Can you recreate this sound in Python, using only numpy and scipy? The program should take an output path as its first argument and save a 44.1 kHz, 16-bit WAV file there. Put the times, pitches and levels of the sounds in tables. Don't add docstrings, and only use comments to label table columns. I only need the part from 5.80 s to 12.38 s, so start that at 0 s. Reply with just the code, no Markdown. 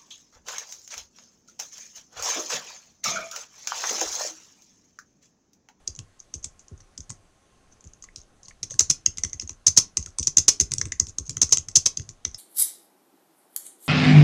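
import sys
import numpy as np
from scipy import signal
from scipy.fft import rfft, irfft
from scipy.io import wavfile
from scipy.ndimage import uniform_filter1d

SR = 44100
rng = np.random.default_rng(int(sys.argv[2]) if len(sys.argv) > 2 else 0)


def to_wav(sig):
    pcm = np.clip(np.atleast_2d(sig), -1, 1) * 32767
    pcm = np.round(pcm).astype(np.int16)
    wavfile.write(sys.argv[1], SR, pcm.T)


N = 290178
T = np.arange(6000) / SR

# freq_hz, density_db
HISS_SPECTRUM = [(20, 1), (60, -4), (150, -9.5), (400, -13.5), (800, -14.5), (980, -22.5), (1200, -18),
                 (2200, -24), (5500, -27.5), (6300, -21), (7100, -28), (10000, -31.5), (12500, -46),
                 (16000, -58)]
# freq_hz, t60_s
ROOM_DECAY = [(200, 0.38), (6000, 0.16), (12000, 0.15)]
# freq_hz, level_db
SNAP_SPECTRUM = [(300, -44), (1000, -72), (2500, -21), (3700, -19), (4700, -12), (5900, -3), (6350, 1),
                 (6800, -4.5), (7600, -12.5), (11500, -34.5), (15500, -47)]
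# freq_hz, level_db
KNOCK_SPECTRUM = [(60, -23), (140, 5.5), (200, -0.5), (350, -4), (530, -9.5), (750, -17), (2000, -17.5),
                  (5000, -32.5), (15000, -59)]
# freq_hz, level_db, t60_s
CASE_MODES = [(1096, -9, 0.072), (1280, -3.5, 0.018), (2008, -5, 0.06), (2230, -4.5, 0.027),
              (2970, 14, 0.0024)]
# freq_hz, level_db, t60_s
BAR_MODES = [(5300, -2, 0.074), (5170, -9, 0.054), (6000, -2, 0.066), (6150, 1.5, 0.094), (6080, -8.5, .07),
             (6600, -6.5, 0.062)]

# start_s, level_db
TOUCH_EVENTS = [(0.15, -38.5), (0.161, -38), (.401, -35.5), (0.544, -34), (0.642, -25), (0.793, -42.5),
                (0.8817, -43.5), (0.977, -51), (1.204, -33), (1.295, -33), (2.007, -47.5), (2.072, -44),
                (2.134, -42.5), (2.223, -36), (2.415, -44), (2.631, -42), (3.462, -39), (3.495, -38),
                (3.542, -37), (3.675, -32), (3.706, -35.5), (3.965, -17), (4.175, -20), (4.226, -29),
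                (4.395, -17), (4.428, -21), (4.455, -41), (4.818, -27), (4.91, -33), (5.506, -29),
                (5.782, -17)]
# start_s, level_db, length_s
BRUSH_EVENTS = [(0.391, -46, 0.0082), (0.625, -39, .016), (1.912, -47.5, 0.034), (2.642, -40.5, 0.038),
                (2.899, -27.5, 0.041), (3.61, -31, 0.009), (5.28, -31.5, 0.029), (5.452, -33, 0.035),
                (5.707, -28, 0.0081)]
# start_s, level_db, cavity_hz
HOLLOW_EVENTS = [(2.2863, -44, 1960), (2.656, -46, 4570), (2.708, -43.5, 1870), (2.905, -45, 3360),
                 (2.912, -41, 560), (2.938, -47, 1620), (3.261, -26.5, 2870), (3.436, -32.5, 2020),
                 (3.596, -38.5, 2600), (4.27, -46, 1350), (5.013, -28, 1860), (5.12, -28, 1990),
                 (6.172, -43.5, 2870), (6.451, -30.5, 3600)]
# start_s, level_db
RATTLE_EVENTS = [(2.831, -30), (4.473, -21), (4.807, -15.5)]
# start_s, click_db, rattle_db, far_end_rattle_db, ring_hz, thump_db
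BAR_PRESSES = [(2.993, -0.5, -18, -15, 6000, -35.5), (3.866, -19, -8, -12, 6300, -31.5),
               (4.57, -2.5, -39, -10, 6300, -29), (5.6157, -12.5, -12.5, -14, 5750, -32),
               (5.955, -7, -8, -11, 6000, -34)]
# start_s, rattle_db, ring_hz
BAR_RELEASES = [(3.0987, -11, 6100), (3.9731, -3, 5770), (4.6811, -4, 5920), (5.7224, -7.5, 6000),
                (6.058, -11.5, 5860)]
# start_s, click_db, ring_hz, case_knock_db, thump_db
KEY_PRESSES = [(0.0753, -20.5, 6370, -47, -39.5), (.539, -26.5, 6400, -43.5, -37.5),
               (0.644, -28, 7440, -39.5, -42), (.908, -82, 6700, -72, -35.5),
               (1.177, -32.5, 6350, -48, -38.5), (2.0405, -49.5, 7200, -55, -42),
               (2.3596, -34, 5400, -63, -48), (3.261, -8, 6700, -24.5, -35), (3.372, -33, 5000, -44, -41),
               (3.4355, -16, 5960, -33.5, -33.5), (3.5305, -25, 6400, -38.5, -40.5),
               (3.597, -24.5, 5260, -47.5, -50), (3.62, -33.5, 6550, -45, -36.5),
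               (3.6931, -29, 5960, -38, -41.5), (4.1704, -14.5, 8140, -29, -30.5),
               (4.2602, -32.5, 5960, -39.5, -42.5), (4.385, -20.5, 8200, -34, -29),
               (4.7996, -9.5, 6250, -25, -27.5), (5.013, -17, 6400, -32.5, -34),
               (5.12, -22.5, 6500, -31, -42.5), (5.1989, -8.5, 7150, -26.5, -30),
               (5.268, -37, 5460, -49, -40.5), (5.384, -19, 6600, -37, -34),
               (5.771, -18, 8500, -25.5, -35.5), (6.1715, -20.5, 6400, -39, -36.5),
               (6.4498, -17.5, 5680, -28.5, -37.5)]
# start_s, click_db, ring_hz, case_knock_db, thump_db
KEY_RELEASES = [(0.1895, -33.5, 5500, -34.5, -39), (1.0032, -51, 4420, -52, -56),
                (1.3019, -32, 8300, -37, -38.5), (2.239, -40, 4300, -43.5, -68),
                (2.6823, -40.5, 4540, -47, -55), (2.8299, -23, 5930, -39.5, -42),
                (2.907, -31.5, 6460, -41.5, -49), (2.94, -40, 4520, -48, -42),
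                (3.3824, -25.5, 6500, -32.5, -62), (3.448, -25, 6160, -31, -52),
                (4.4709, -11, 5960, -33, -41), (4.9177, -21, 5600, -28, -34.5),
                (4.9362, -19.5, 9000, -36.5, -37.5), (4.982, -20.5, 5600, -42.5, -34),
                (5.054, -33.5, 8450, -36.5, -33), (5.4943, -24.5, 6950, -35, -34.5),
                (5.568, -22.5, 6200, -30.5, -36), (5.6917, -31.5, 6450, -44, -53),
                (5.8851, -28, 5600, -38, -44.5), (6.1962, -38, 6670, -39, -34.5),
                (6.29, -35, 5770, -44.5, -43.5), (6.5444, -30, 5170, -45, -53)]

EDGE_HZ = 15850
PRESS_LAG_S, RELEASE_LAG_S = 0.03, 0.0088
SWELL_S, SETTLE_S = 0.02547, 0.011
PRESS_HZ, BAR_HZ, RELEASE_HZ = 79, 93, 112.6
TOUCH_RING_DB, TOUCH_SOFT_HZ = 10.5, 11500
LEAD_IN_S, LEAD_IN_DB = 0.005, -24
COLOUR_HZ = (3620, 8890)
KEY_BOUNCE_S, KEY_BOUNCE_DB = (0.0057, 0.014), -22
BOUNCE_DOWN_S, BOUNCE_UP_S = 0.011, 0.0075


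def amp(db):
    return 10 ** (np.asarray(db) / 20)


def read(points, hz):
    point_hz, value = np.transpose(points)
    return np.interp(np.log(hz + 1), np.log(point_hz + 1), value)


def add(mix, start_s, sound):
    part = mix[max(round(start_s * SR), 0):][:len(sound)]
    part += sound[:len(part)]


def colour(x, points, ring_hz=6300, ring_db=0, ring_width=0.08, size=8192):
    hz = abs(np.fft.fftfreq(size, 1 / SR))
    db = read(points, hz) + ring_db / (1 + ((hz / ring_hz - 1) / ring_width) ** 2)
    log_response = np.conj(signal.hilbert(np.log(amp(db))))
    taps = np.fft.ifft(np.exp(log_response)).real[:size // 2]
    return signal.fftconvolve(x, taps)[:len(x)]


def at_level(x, db, seconds):
    mean_square = np.sum(x ** 2) / (seconds * SR)
    return x * amp(db) / np.sqrt(mean_square + 1e-20)


def dying(t60_s):
    return np.exp(-np.log(1000) * T / t60_s)


def contacts(per_s, uneven_db=0):
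    clumps = uniform_filter1d(rng.standard_normal(len(T)), size=130)
    force = rng.standard_normal(len(T))
    hits = rng.random(len(T)) < per_s / SR
    return force * hits * amp(uneven_db * clumps / clumps.std())


def ringing(force, modes):
    ring = np.zeros(len(T))
    for hz, db, t60_s in modes:
        ring += amp(db) * np.sin(2 * np.pi * (hz * T + rng.random())) * dying(t60_s)
    return signal.fftconvolve(force, ring)[:len(T)]


def hiss(db=-61.0, patchy_db=1.2):
    hz, _, bands = signal.stft(rng.standard_normal(N), SR, nperseg=1024, noverlap=768)
    patches = uniform_filter1d(rng.standard_normal(bands.shape), size=16, axis=0)
    patches = uniform_filter1d(patches, size=24, axis=1)
    bands = bands * amp(read(HISS_SPECTRUM, hz)[:, None] + patchy_db * patches / patches.std())
    noise = signal.istft(bands, SR, nperseg=1024, noverlap=768)[1][:N]
    return amp(db) * noise / noise.std()


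def whine(db=-76.5, hz=1067, width_hz=26, waver_db=1.0):
    f = np.fft.rfftfreq(N, 1 / SR)
    tone = irfft(rfft(rng.standard_normal(N)) / (1 + ((f - hz) / width_hz) ** 2), N)
    waver = irfft(rfft(rng.standard_normal(N)) * (f < 5), N)
    tone = tone * amp(waver_db * waver / waver.std())
    return amp(db) * tone / tone.std()


def room(x):
    signs = rng.choice([-1., 1.], SR // 2)
    taps = signs * (rng.random(SR // 2) < 3000 / SR)
    taps *= np.arange(len(taps)) > 0.005 * SR
    hz, t, bands = signal.stft(taps, SR, nperseg=256)
    decay = np.exp(-np.log(1000) * t / read(ROOM_DECAY, hz)[:, None])
    tail = signal.istft(bands * decay, SR, nperseg=256)[1]
    return signal.fftconvolve(x, tail / np.linalg.norm(tail))[:N]


def sway(db, hz=29):
    return amp(db) * np.sin(2 * np.pi * (hz * T + rng.random())) * signal.windows.hann(len(T))


def pat(db, top_hz=440):
    push = colour(contacts(per_s=3900) * T * dying(0.076), KNOCK_SPECTRUM)
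    lowpass = signal.butter(4, top_hz, fs=SR, output="sos")
    return at_level(signal.sosfilt(lowpass, push), db, 0.026)


def thump(db, hz, lead_s, glide=0.47):
    t = T - lead_s
    settle_s = SETTLE_S * 2 ** rng.uniform(-0.5, 0.61)
    swing = np.where(t < 0, np.exp(-(t / 0.014) ** 2), 1 / np.cosh(t / settle_s))
    pitch_hz = hz * (1 - glide + glide * np.exp(-t / 0.029))
    turns = np.cumsum(pitch_hz) / SR
    onset = 1 - np.exp(-T / 0.0035)
    return amp(db + 1.5) * np.sin(2 * np.pi * (turns + rng.random())) * swing * onset


def rocking_case(bar_up_db=-39.5, spread=0.04, sway_db=-54, pat_db=-12):
    swings = [(s, PRESS_LAG_S, db, PRESS_HZ) for s, *_, db in KEY_PRESSES]
    swings += [(s, PRESS_LAG_S, db, BAR_HZ) for s, *_, db in BAR_PRESSES]
    swings += [(s, RELEASE_LAG_S, db, RELEASE_HZ) for s, *_, db in KEY_RELEASES]
    swings += [(s, RELEASE_LAG_S, bar_up_db, BAR_HZ) for s, *_ in BAR_RELEASES]
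    out = np.zeros(N)
    for s, lag_s, db, hz in swings:
        swing_hz = hz * (1 + spread * rng.normal())
        add(out, s + lag_s - SWELL_S, thump(db, swing_hz, SWELL_S) + sway(sway_db))
        add(out, s, pat(db + pat_db))
    return out


def touch(db, seconds):
    stroke = np.sin(np.pi * np.minimum(T / seconds, 1)) + amp(-11) * dying(0.11)
    slips = contacts(per_s=6900, uneven_db=2.5) * stroke
    soft = signal.sosfilt(signal.butter(2, TOUCH_SOFT_HZ, fs=SR, output="sos"), slips)
    ring_hz = rng.normal(6600, 250)
    return at_level(colour(soft, SNAP_SPECTRUM, ring_hz, ring_db=TOUCH_RING_DB), db, 0.0037)


def hollow(db, hz, width=0.21):
    blow = contacts(per_s=22000) * T * dying(0.0077)
    band_hz = [hz, hz * (1 + abs(width))] / np.sqrt(1 + abs(width))
    cavity = signal.butter(2, band_hz, "bandpass", fs=SR, output="sos")
    return at_level(signal.sosfilt(cavity, blow), db, 0.003)


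def case(force):
    tock = colour(force, [(300, -38.5), (1000, 5.5), (3300, 9.5), (6000, -18.5), (12000, -35.5)])
    return at_level(ringing(force, CASE_MODES), -4.0, 0.92) + at_level(tock, 0, 0.75)


def clack(rattle_db, ring_hz, case_db, knock_db):
    fade = np.exp(-(T / 0.0066) ** 2) + amp(-15.0) * dying(0.097)
    chatter = contacts(per_s=3500, uneven_db=2.0) * fade * (1 - np.exp(-T / 0.003))
    blow = contacts(per_s=7700) * dying(0.039) * (1 - np.exp(-T / 0.0018))
    rattle = colour(chatter, SNAP_SPECTRUM, ring_hz, ring_db=3.5)
    out = at_level(rattle, rattle_db + 1.5, 0.0081)
    out += at_level(ringing(chatter, BAR_MODES), rattle_db - 11, 0.0075)
    out += at_level(case(chatter), case_db, 0.0025)
    return out + at_level(colour(blow, KNOCK_SPECTRUM), knock_db, 0.0099)


def lead_in(db):
    swell = np.exp(np.minimum(T / LEAD_IN_S - 1, 0) * 4.5) * (T < LEAD_IN_S)
    noise = contacts(per_s=7900) * swell
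    return at_level(colour(noise, SNAP_SPECTRUM), db, LEAD_IN_S)


def vary_colour(force, hz, ring_db=5, q=12):
    return force + amp(ring_db) * signal.lfilter(*signal.iirpeak(hz, q, fs=SR), force)


def click(db, key_hz, body_db):
    strike = contacts(per_s=13000) * (T / 0.0008) ** 2 * np.exp(-T / 0.00062)
    shiver_fade = dying(0.1 * rng.uniform(0.33, 2.0)) * (1 - np.exp(-T / 0.0012))
    shiver = contacts(per_s=3500, uneven_db=4.0) * shiver_fade
    colour_hz = rng.uniform(*COLOUR_HZ)
    snap = colour(vary_colour(strike, colour_hz), SNAP_SPECTRUM, key_hz, ring_db=9.5)
    out = at_level(snap, db, 0.0061)
    add(out, rng.uniform(*KEY_BOUNCE_S), amp(KEY_BOUNCE_DB) * out)
    ring = colour(vary_colour(shiver, colour_hz), SNAP_SPECTRUM, key_hz, ring_db=4.5, ring_width=0.062)
    out += at_level(ring, 0.53 * db - 20, 0.0044)
    out += at_level(case(strike), body_db, 0.0017)
    return out + at_level(colour(strike, KNOCK_SPECTRUM), body_db - 14.5, 0.0028)


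def space_down(s, click_db, rattle_db, far_db, ring_hz):
    return [(s - LEAD_IN_S, lead_in(click_db + LEAD_IN_DB)),
            (s, click(click_db, key_hz=ring_hz, body_db=-28.5)),
            (s, clack(rattle_db, ring_hz, case_db=-29.0, knock_db=-41)),
            (s + BOUNCE_DOWN_S, clack(far_db, ring_hz, case_db=-32.0, knock_db=-33))]


def space_up(s, db, ring_hz):
    return [(s - LEAD_IN_S, lead_in(db - 19.5)),
            (s, clack(db, ring_hz, case_db=db - 16.5, knock_db=db - 23.0)),
            (s + BOUNCE_UP_S, clack(db - 6.5, ring_hz, case_db=db - 28.5, knock_db=db - 27.0))]


def keycaps():
    sounds = []
    for s, db, key_hz, knock_db, _ in [*KEY_PRESSES, *KEY_RELEASES]:
        sounds += [(s - LEAD_IN_S, lead_in(db + LEAD_IN_DB)), (s, click(db, key_hz, knock_db))]
    for s, click_db, rattle_db, far_db, ring_hz, _ in BAR_PRESSES:
        sounds += space_down(s, click_db, rattle_db, far_db, ring_hz)
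    for s, db, ring_hz in BAR_RELEASES:
        sounds += space_up(s, db, ring_hz)
    for s, db in RATTLE_EVENTS:
        sounds.append((s, clack(db, ring_hz=6000, case_db=db - 27.0, knock_db=db - 16.0)))
    sounds += [(s, hollow(db, hz)) for s, db, hz in HOLLOW_EVENTS]
    sounds += [(s, touch(db, seconds=0.0032)) for s, db in TOUCH_EVENTS]
    sounds += [(s, touch(db, length_s)) for s, db, length_s in BRUSH_EVENTS]
    out = np.zeros(N)
    for s, sound in sounds:
        add(out, s, sound)
    return out


def scene():
    keys, rocking = keycaps(), rocking_case()
    near = amp(-2.5) * keys + rocking
    echoes = amp(-18.0) * room(keys) + amp(-18.0) * room(rocking)
    return (near + echoes + hiss() + whine())[None]


def record(dry):
    fine = signal.resample_poly(dry, 4, 1, axis=1)
    limited = fine / (1 + (fine / 0.86) ** 8) ** (1 / 8)
    clipped = signal.resample_poly(limited, 1, 4, axis=1)
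    lowpass = signal.firwin(511, EDGE_HZ, window=("kaiser", 9), fs=SR)
    return signal.oaconvolve(clipped, lowpass[None], "same")


dry = scene()
out = record(dry)
to_wav(out)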